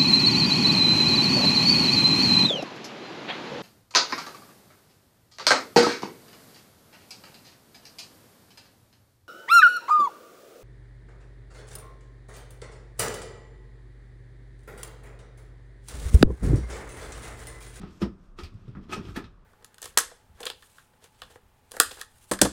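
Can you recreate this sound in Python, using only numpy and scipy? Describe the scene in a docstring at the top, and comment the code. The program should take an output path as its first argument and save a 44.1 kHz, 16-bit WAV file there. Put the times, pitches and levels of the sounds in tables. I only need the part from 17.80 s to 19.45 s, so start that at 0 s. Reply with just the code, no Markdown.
"""Knocks, hollow booms and short rattles: a folding plastic shower door is pushed along its rail.
The place is a very small washroom, its close walls smearing every contact over a low background rumble.
Shaped noise makes the background, the swaying panels, the rattles, the rubbing gliders
and the short noisy swells that lead into the knocks.
Decaying sines make the flexing panels, their boom and the brief ring of the rail."""
import sys
import numpy as np
from scipy import signal
from scipy.fft import irfft
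from scipy.io import wavfile
from scipy.ndimage import uniform_filter1d

SR = 44100
rng = np.random.default_rng(int(sys.argv[2]) if len(sys.argv) > 2 else 0)


def master(y):
    """Save y as 16-bit WAV."""
    cut = np.clip(np.atleast_2d(y).T, -1, 1)
    pcm = np.round(cut * 32767)  # scale
    wavfile.write(sys.argv[1], SR, pcm.astype(np.int16))


N = 72765
TIME = np.arange(N) / SR
STRIKE_TIME = TIME[:SR // 2]  # half a second for each knock
CUTOFF_HZ = 15600


def from_db(db):
    """Decibels to gain."""
    return 10 ** (np.asarray(db) / 20)


def fade(t, t60):
    """Exponential decay that loses 60 dB in t60 seconds."""
    return np.exp(-np.log(1000) * t / t60)


def noise(spectrum, low_hz, high_hz, size):
    """Noise of rms 1, coloured by (hz, db) points between two soft edges, with random phases."""
    hz = np.maximum(np.fft.rfftfreq(size, 1 / SR), 1)
    point_hz, point_db = np.transpose(spectrum)
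    edges = 1 / np.sqrt((1 + (low_hz / hz) ** 12) * (1 + (hz / high_hz) ** 12))
    gain = from_db(np.interp(np.log(hz), np.log(point_hz), point_db)) * edges
    x = irfft(gain * np.exp(2j * np.pi * rng.random(len(hz))), size)
    return x / x.std()


def evened(x, size):
    """Takes the slow swell out of a sound by dividing by its running rms."""
    return x / np.sqrt(uniform_filter1d(x * x, size, mode="wrap") + 1e-9)


def wander(length, size):
    """Smooth chance that changes about every `size` samples, spread 1."""
    x = rng.standard_normal(length)
    for _ in range(3):
        x = uniform_filter1d(x, size, mode="wrap")
    return x / x.std()


def follow(points):
    """Gain over time from (start_s, level_db) points, straight in dB between them."""
    start_s, level_db = np.transpose(points)
    return from_db(np.interp(TIME, start_s, level_db))


def add(out, start_s, sound):
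    """Mixes a sound in at its start time."""
    i = max(int(start_s * SR), 0)
    out[i:i + len(sound)] += sound[:len(out) - i]


# edges of the registers thud, body, clack, click, tick, snap: edge_hz
REGISTER_EDGES = [30, 130, 550, 2000, 6000, 11500, 16000]


def register_of(hz):
    """Index of the register that holds a frequency."""
    return np.searchsorted(REGISTER_EDGES, hz) - 1


# colour of the room's background: pitch_hz, relative level_db (per Hz)
BACKGROUND_COLOUR = [(15, -8), (26, 6.5), (60, -18), (115, -17.5), (243, -32.5), (400, -33), (558, -34),
                     (811, -39), (1150, -33), (1600, -40.5), (3000, -65.5), (8000, -65), (15000, -83.5)]
# faint steady whine: pitch_hz, level_db
WHINE_TONES = [(9000, -93.5), (13500, -99)]
BACKGROUND_DB = -52.5


def background():
    """The room at rest: steady noise, a low rumble with some hiss, plus faint high sine tones."""
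    whine = sum(from_db(db) * np.sin(2 * np.pi * hz * TIME) for hz, db in WHINE_TONES)
    return from_db(BACKGROUND_DB) * noise(BACKGROUND_COLOUR, 30, CUTOFF_HZ, N) + whine


# colour of the panels in the room: pitch_hz, relative level_db
PANEL_COLOUR = [(30, -5), (55, -5.5), (72, -2.5), (100, 2.5), (135, -8), (190, 0), (260, -6), (380, -6.5),
                (450, -17.5), (650, -19.5), (790, -14), (900, -16.5), (1130, -18), (1260, -4.5),
                (1480, -20.5), (1800, -16.5), (2150, -19.5), (2550, -18), (3300, -19.5), (4200, -23.5),
                (5400, -24.5), (6800, -31), (8400, -30), (10500, -38.5), (13200, -43.5), (15500, -49)]
# swaying of the panels under the hand: start_s, level_db
SWAY_LEVELS = [(0, -41.5), (.18, -56), (.5, -61.5), (.7, -55.5), (.85, -52), (1.05, -50.5), (1.3, -46.5),
               (1.45, -58.5), (1.65, -66)]
SWAY_TOP_HZ = 262


def swaying():
    """Moving panels rumble: evened low noise whose level follows their sway."""
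    rumble = noise(PANEL_COLOUR, REGISTER_EDGES[0], SWAY_TOP_HZ, N)
    return follow(SWAY_LEVELS) * evened(rumble, size=2000)


# noise levels over time, before grain: rubbing gliders, and short noisy swells leading into the knocks:
# start_s, middle-band level_db, hiss level_db
NOISE_LEVELS = [(0, -60, -78), (.07, -58.5, -78.5), (.135, -64.5, -70), (0.198, -67.5, -74),
                (0.216, -49, -55), (.24, -79, -87), (.38, -77, -87), (.45, -72.5, -80), (0.558, -82, -93.5),
                (0.585, -55, -65), (.61, -53, -63), (.72, -70, -84.5), (.82, -70.5, -82.5),
                (0.891, -67.5, -85), (1.0, -71.5, -92), (1.04, -63.5, -78), (1.075, -69.5, -86.5),
                (1.119, -43.5, -53.5), (1.21, -57.5, -72), (1.303, -53, -66), (1.342, -65, -70.5),
                (1.36, -44, -57.5), (1.42, -58, -81), (1.52, -74, -89), (1.65, -77.5, -96)]
# colour of the middle band: pitch_hz, relative level_db
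MIDDLE_COLOUR = [(620, 1), (800, -4.5), (1050, -2.5), (1260, 3.5), (1480, -3.5), (2100, -7.5), (2650, -5),
                 (2950, -8.5), (3300, -6.5), (4300, -11.5), (5400, -12), (6800, -26)]
# colour of the hiss: pitch_hz, relative level_db
HISS_COLOUR = [(5400, 2), (7000, -4), (8500, -7.5), (10500, -14), (13200, -13.5), (15500, -22)]
MIDDLE_LOW_HZ, MIDDLE_HIGH_HZ, GRAIN_DB = 636, 5340, 1
GROAN_DB, GROAN_HZ = 3.5, (323, 448)  # level above the middle band, band edges


def rubs_and_swells():
    """Grainy noise, hiss and a low groaning band: rubbing gliders and short swells into the knocks."""
    start_s, middle_db, hiss_db = np.transpose(NOISE_LEVELS)
    middle_gain = follow(np.column_stack([start_s, middle_db]))
    hiss_gain = follow(np.column_stack([start_s, hiss_db]))
    middle = middle_gain * noise(MIDDLE_COLOUR, MIDDLE_LOW_HZ, MIDDLE_HIGH_HZ, N)
    hiss = hiss_gain * noise(HISS_COLOUR, MIDDLE_HIGH_HZ, CUTOFF_HZ, N)
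    groan = from_db(GROAN_DB) * middle_gain * evened(noise(PANEL_COLOUR, *GROAN_HZ, N), size=800)
    grain = from_db(GRAIN_DB * wander(N, size=70))
    return (middle + hiss) * grain + groan


# knocks of panels and gliders: start_s, flex pitch_hz of the panel, brightest resonance pitch_hz,
# then relative level_db of thud, body, clack, click, tick, snap
KNOCKS_TABLE = [(0.014, 165, 794, -46, -52, -52.5, -57, -69.5, -92),
                (0.032, 175, 760, -44, -38, -46.5, -72, -79, -94.5),
                (0.2167, 346, 5100, -30, -25.5, -40, -41, -54.5, -60),
                (0.222, 180.7, 990, -26.5, -20, -36, -43.5, -59, -76),
                (0.256, 61.5, 1240, -39, -35, -58, -65, -86, -96),
                (0.587, 347, 1230, -47.5, -43.5, -43.5, -45, -57.5, -76),
                (0.621, 75.3, 2850, -40, -52, -58, -65, -80, -90),
                (0.633, 342, 4700, -38.5, -52.5, -52, -45, -58.5, -61),
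                (0.651, 85, 4170, -49, -59, -74, -53.5, -78, -78),
                (0.737, 112, 5000, -36.5, -50, -79, -71, -76, -85),
                (0.879, 125, 3570, -35.5, -44.5, -79, -66.5, -77.5, -91),
                (0.950, 199, 1460, -36, -43, -50, -66, -90, -99),
                (0.969, 205, 1050, -49.5, -35, -53.5, -73, -88, -99),
                (1.094, 329, 3300, -58, -42, -53, -54.5, -78, -88),
                (1.123, 350, 2450, -49, -40, -36.5, -37, -46, -58),
                (1.130, 101, 1286, -42.5, -37.5, -33.5, -37, -48, -61),
                (1.165, 398, 5740, -43, -35.5, -41, -49.5, -75, -78),
                (1.176, 203, 1510, -38, -32.5, -51, -67, -77, -84),
                (1.191, 217, 900, -58, -37.5, -60, -73, -87, -90),
                (1.25, 387, 3180, -38, -46.5, -63, -53, -76, -80),
                (1.285, 93, 1260, -35.5, -45, -51.5, -65, -76, -70),
                (1.295, 51, 3270, -40.5, -54, -68, -64, -80, -73),
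                (1.361, 401, 1670, -44, -33, -35.5, -40.5, -50.5, -50.5),
                (1.373, 287, 1050, -62, -32.5, -42.5, -65, -73, -71),
                (1.439, 220, 3820, -40, -48, -52.5, -52.5, -75, -83)]
FLEX_DB, FLEX_CYCLES = 6.5, 13.7  # level above the knock's register, cycles to fade 60 dB


def flexing():
    """The struck panel springs back and forth for a few cycles, a quickly fading sine."""
    out, t = np.zeros(N), STRIKE_TIME
    for start_s, flex_hz, _, *levels in KNOCKS_TABLE:
        onset = 1 - np.exp(-(2 * t * flex_hz) ** 2)
        swing = np.sin(2 * np.pi * flex_hz * t) * onset * fade(t, FLEX_CYCLES / flex_hz)
        add(out, start_s, from_db(FLEX_DB + levels[register_of(flex_hz)]) * swing)
    return out


# booming modes of the hollow panels: pitch_hz, relative level_db, t60_s
BOOM_MODES = [(55.3, -7.5, 0.39), (106, -12, .3), (169, -18.5, 0.44), (194.5, -16.5, 0.45),
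              (227.7, -18.5, 0.2), (272, -11.5, 0.14), (341.9, -14, 0.24), (385.7, -13.5, 0.16),
              (489, -19.5, 0.16)]
# ringing modes of the rail and frame: pitch_hz, relative level_db, t60_s
FRAME_MODES = [(891.3, -14.5, 0.22), (1260, -10, 0.2), (1280, -29, .16), (1755, -14, .2), (1934, -15, .15),
               (2480, -12.5, 0.19), (2550, -6.5, 0.17), (3310, -13, 0.13), (5420, -15.5, .17),
               (6115, -7.5, .15), (8220, -11, 0.12), (13200, -9, .13)]
PANEL_DB, RAIL_DB = -3.5, -2.5
MODE_SPREAD_DB, FAVOUR_DB = 2.5, 8.5  # chance per strike, lift for modes near the knock's own pitches
BRIGHT_OCTAVES = 0.12  # width of a knock's favoured pitches


def ringing(modes):
    """Knocks strike each mode as hard as its register, favouring modes near their own pitches."""
    out, t = np.zeros(N), STRIKE_TIME
    for hz, db, t60 in modes:
        register = register_of(hz)
        attack_s = REGISTER_DECAY[register][1]
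        onset = 1 - np.exp(-(t / attack_s) ** 2)
        tone = np.sin(2 * np.pi * hz * t) * fade(t, t60) * onset
        for start_s, flex_hz, bright_hz, *levels in KNOCKS_TABLE:
            octaves_away = np.log2(hz / np.array([flex_hz, bright_hz]))
            near = np.exp(-(octaves_away / BRIGHT_OCTAVES) ** 2).max()
            chance_db = MODE_SPREAD_DB * rng.standard_normal()
            strike_db = db + levels[register] + FAVOUR_DB * near + chance_db
            add(out, start_s, from_db(strike_db) * tone)
    return out


BRIGHT_DB = 9


def brightened(centre_hz):
    """The panels' colour with the resonance nearest the contact lifted."""
    hz = np.geomspace(REGISTER_EDGES[0], REGISTER_EDGES[-1], 400)
    point_hz, point_db = np.transpose(PANEL_COLOUR)
    lift = BRIGHT_DB * np.exp(-(np.log2(hz / centre_hz) / BRIGHT_OCTAVES) ** 2)
    return np.column_stack([hz, np.interp(np.log(hz), np.log(point_hz), point_db) + lift])


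# how each register rattles: relative level_db, attack_s, t60_s, relative level_db of the lingering tail
REGISTER_DECAY = [(-2.5, 0.0027, .15, -14), (-2.5, 0.0017, 0.19, -15.5), (0.5, 0.0005, 0.15, -18),
                  (0, 0.0017, 0.14, -20.5), (0.5, 0.0018, 0.14, -26), (-1, .0008, 0.12, -30)]
TAIL_T60_S = 0.35
REFLECTION_SPREAD_DB, REFLECTION_FADE_S = 2, 0.053  # starting spread, time for it to fall to 1/e


def rattle():
    """Close walls smear each knock: bunched early reflections merge into a tail in every register."""
    out, t = np.zeros(N), STRIKE_TIME
    for k, (level_db, attack_s, t60, tail_db) in enumerate(REGISTER_DECAY):
        low, high = REGISTER_EDGES[k:k + 2]
        onset = 1 - np.exp(-(t / attack_s) ** 2)
        tail = from_db(tail_db) * fade(t, TAIL_T60_S)
        envelope = onset * np.hypot(fade(t, t60), tail)
        for start_s, _, bright_hz, *levels in KNOCKS_TABLE:
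            colour = brightened(bright_hz)
            dense = evened(noise(colour, low, high, len(t)), size=max(2 * SR // low, 400))
            spread_db = REFLECTION_SPREAD_DB * np.exp(-t / REFLECTION_FADE_S)
            bunching_db = spread_db * wander(len(t), size=max(SR // low, 30))
            bunching = evened(from_db(bunching_db), size=600)
            add(out, start_s, from_db(levels[k] + level_db) * envelope * dense * bunching)
    return out


def scene():
    """The door over the room's background, as one channel."""
    boom = from_db(PANEL_DB) * ringing(BOOM_MODES)
    rail = from_db(RAIL_DB) * ringing(FRAME_MODES)
    door = swaying() + rubs_and_swells() + flexing() + boom + rail + rattle()
    return (background() + door)[None]


def record(dry):
    """The microphone signal loses its top to a steep elliptic low-pass."""
    low_pass = signal.ellip(10, .2, 80, CUTOFF_HZ, fs=SR, output="sos")
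    return signal.sosfilt(low_pass, dry)


dry = scene()
out = record(dry)
master(out)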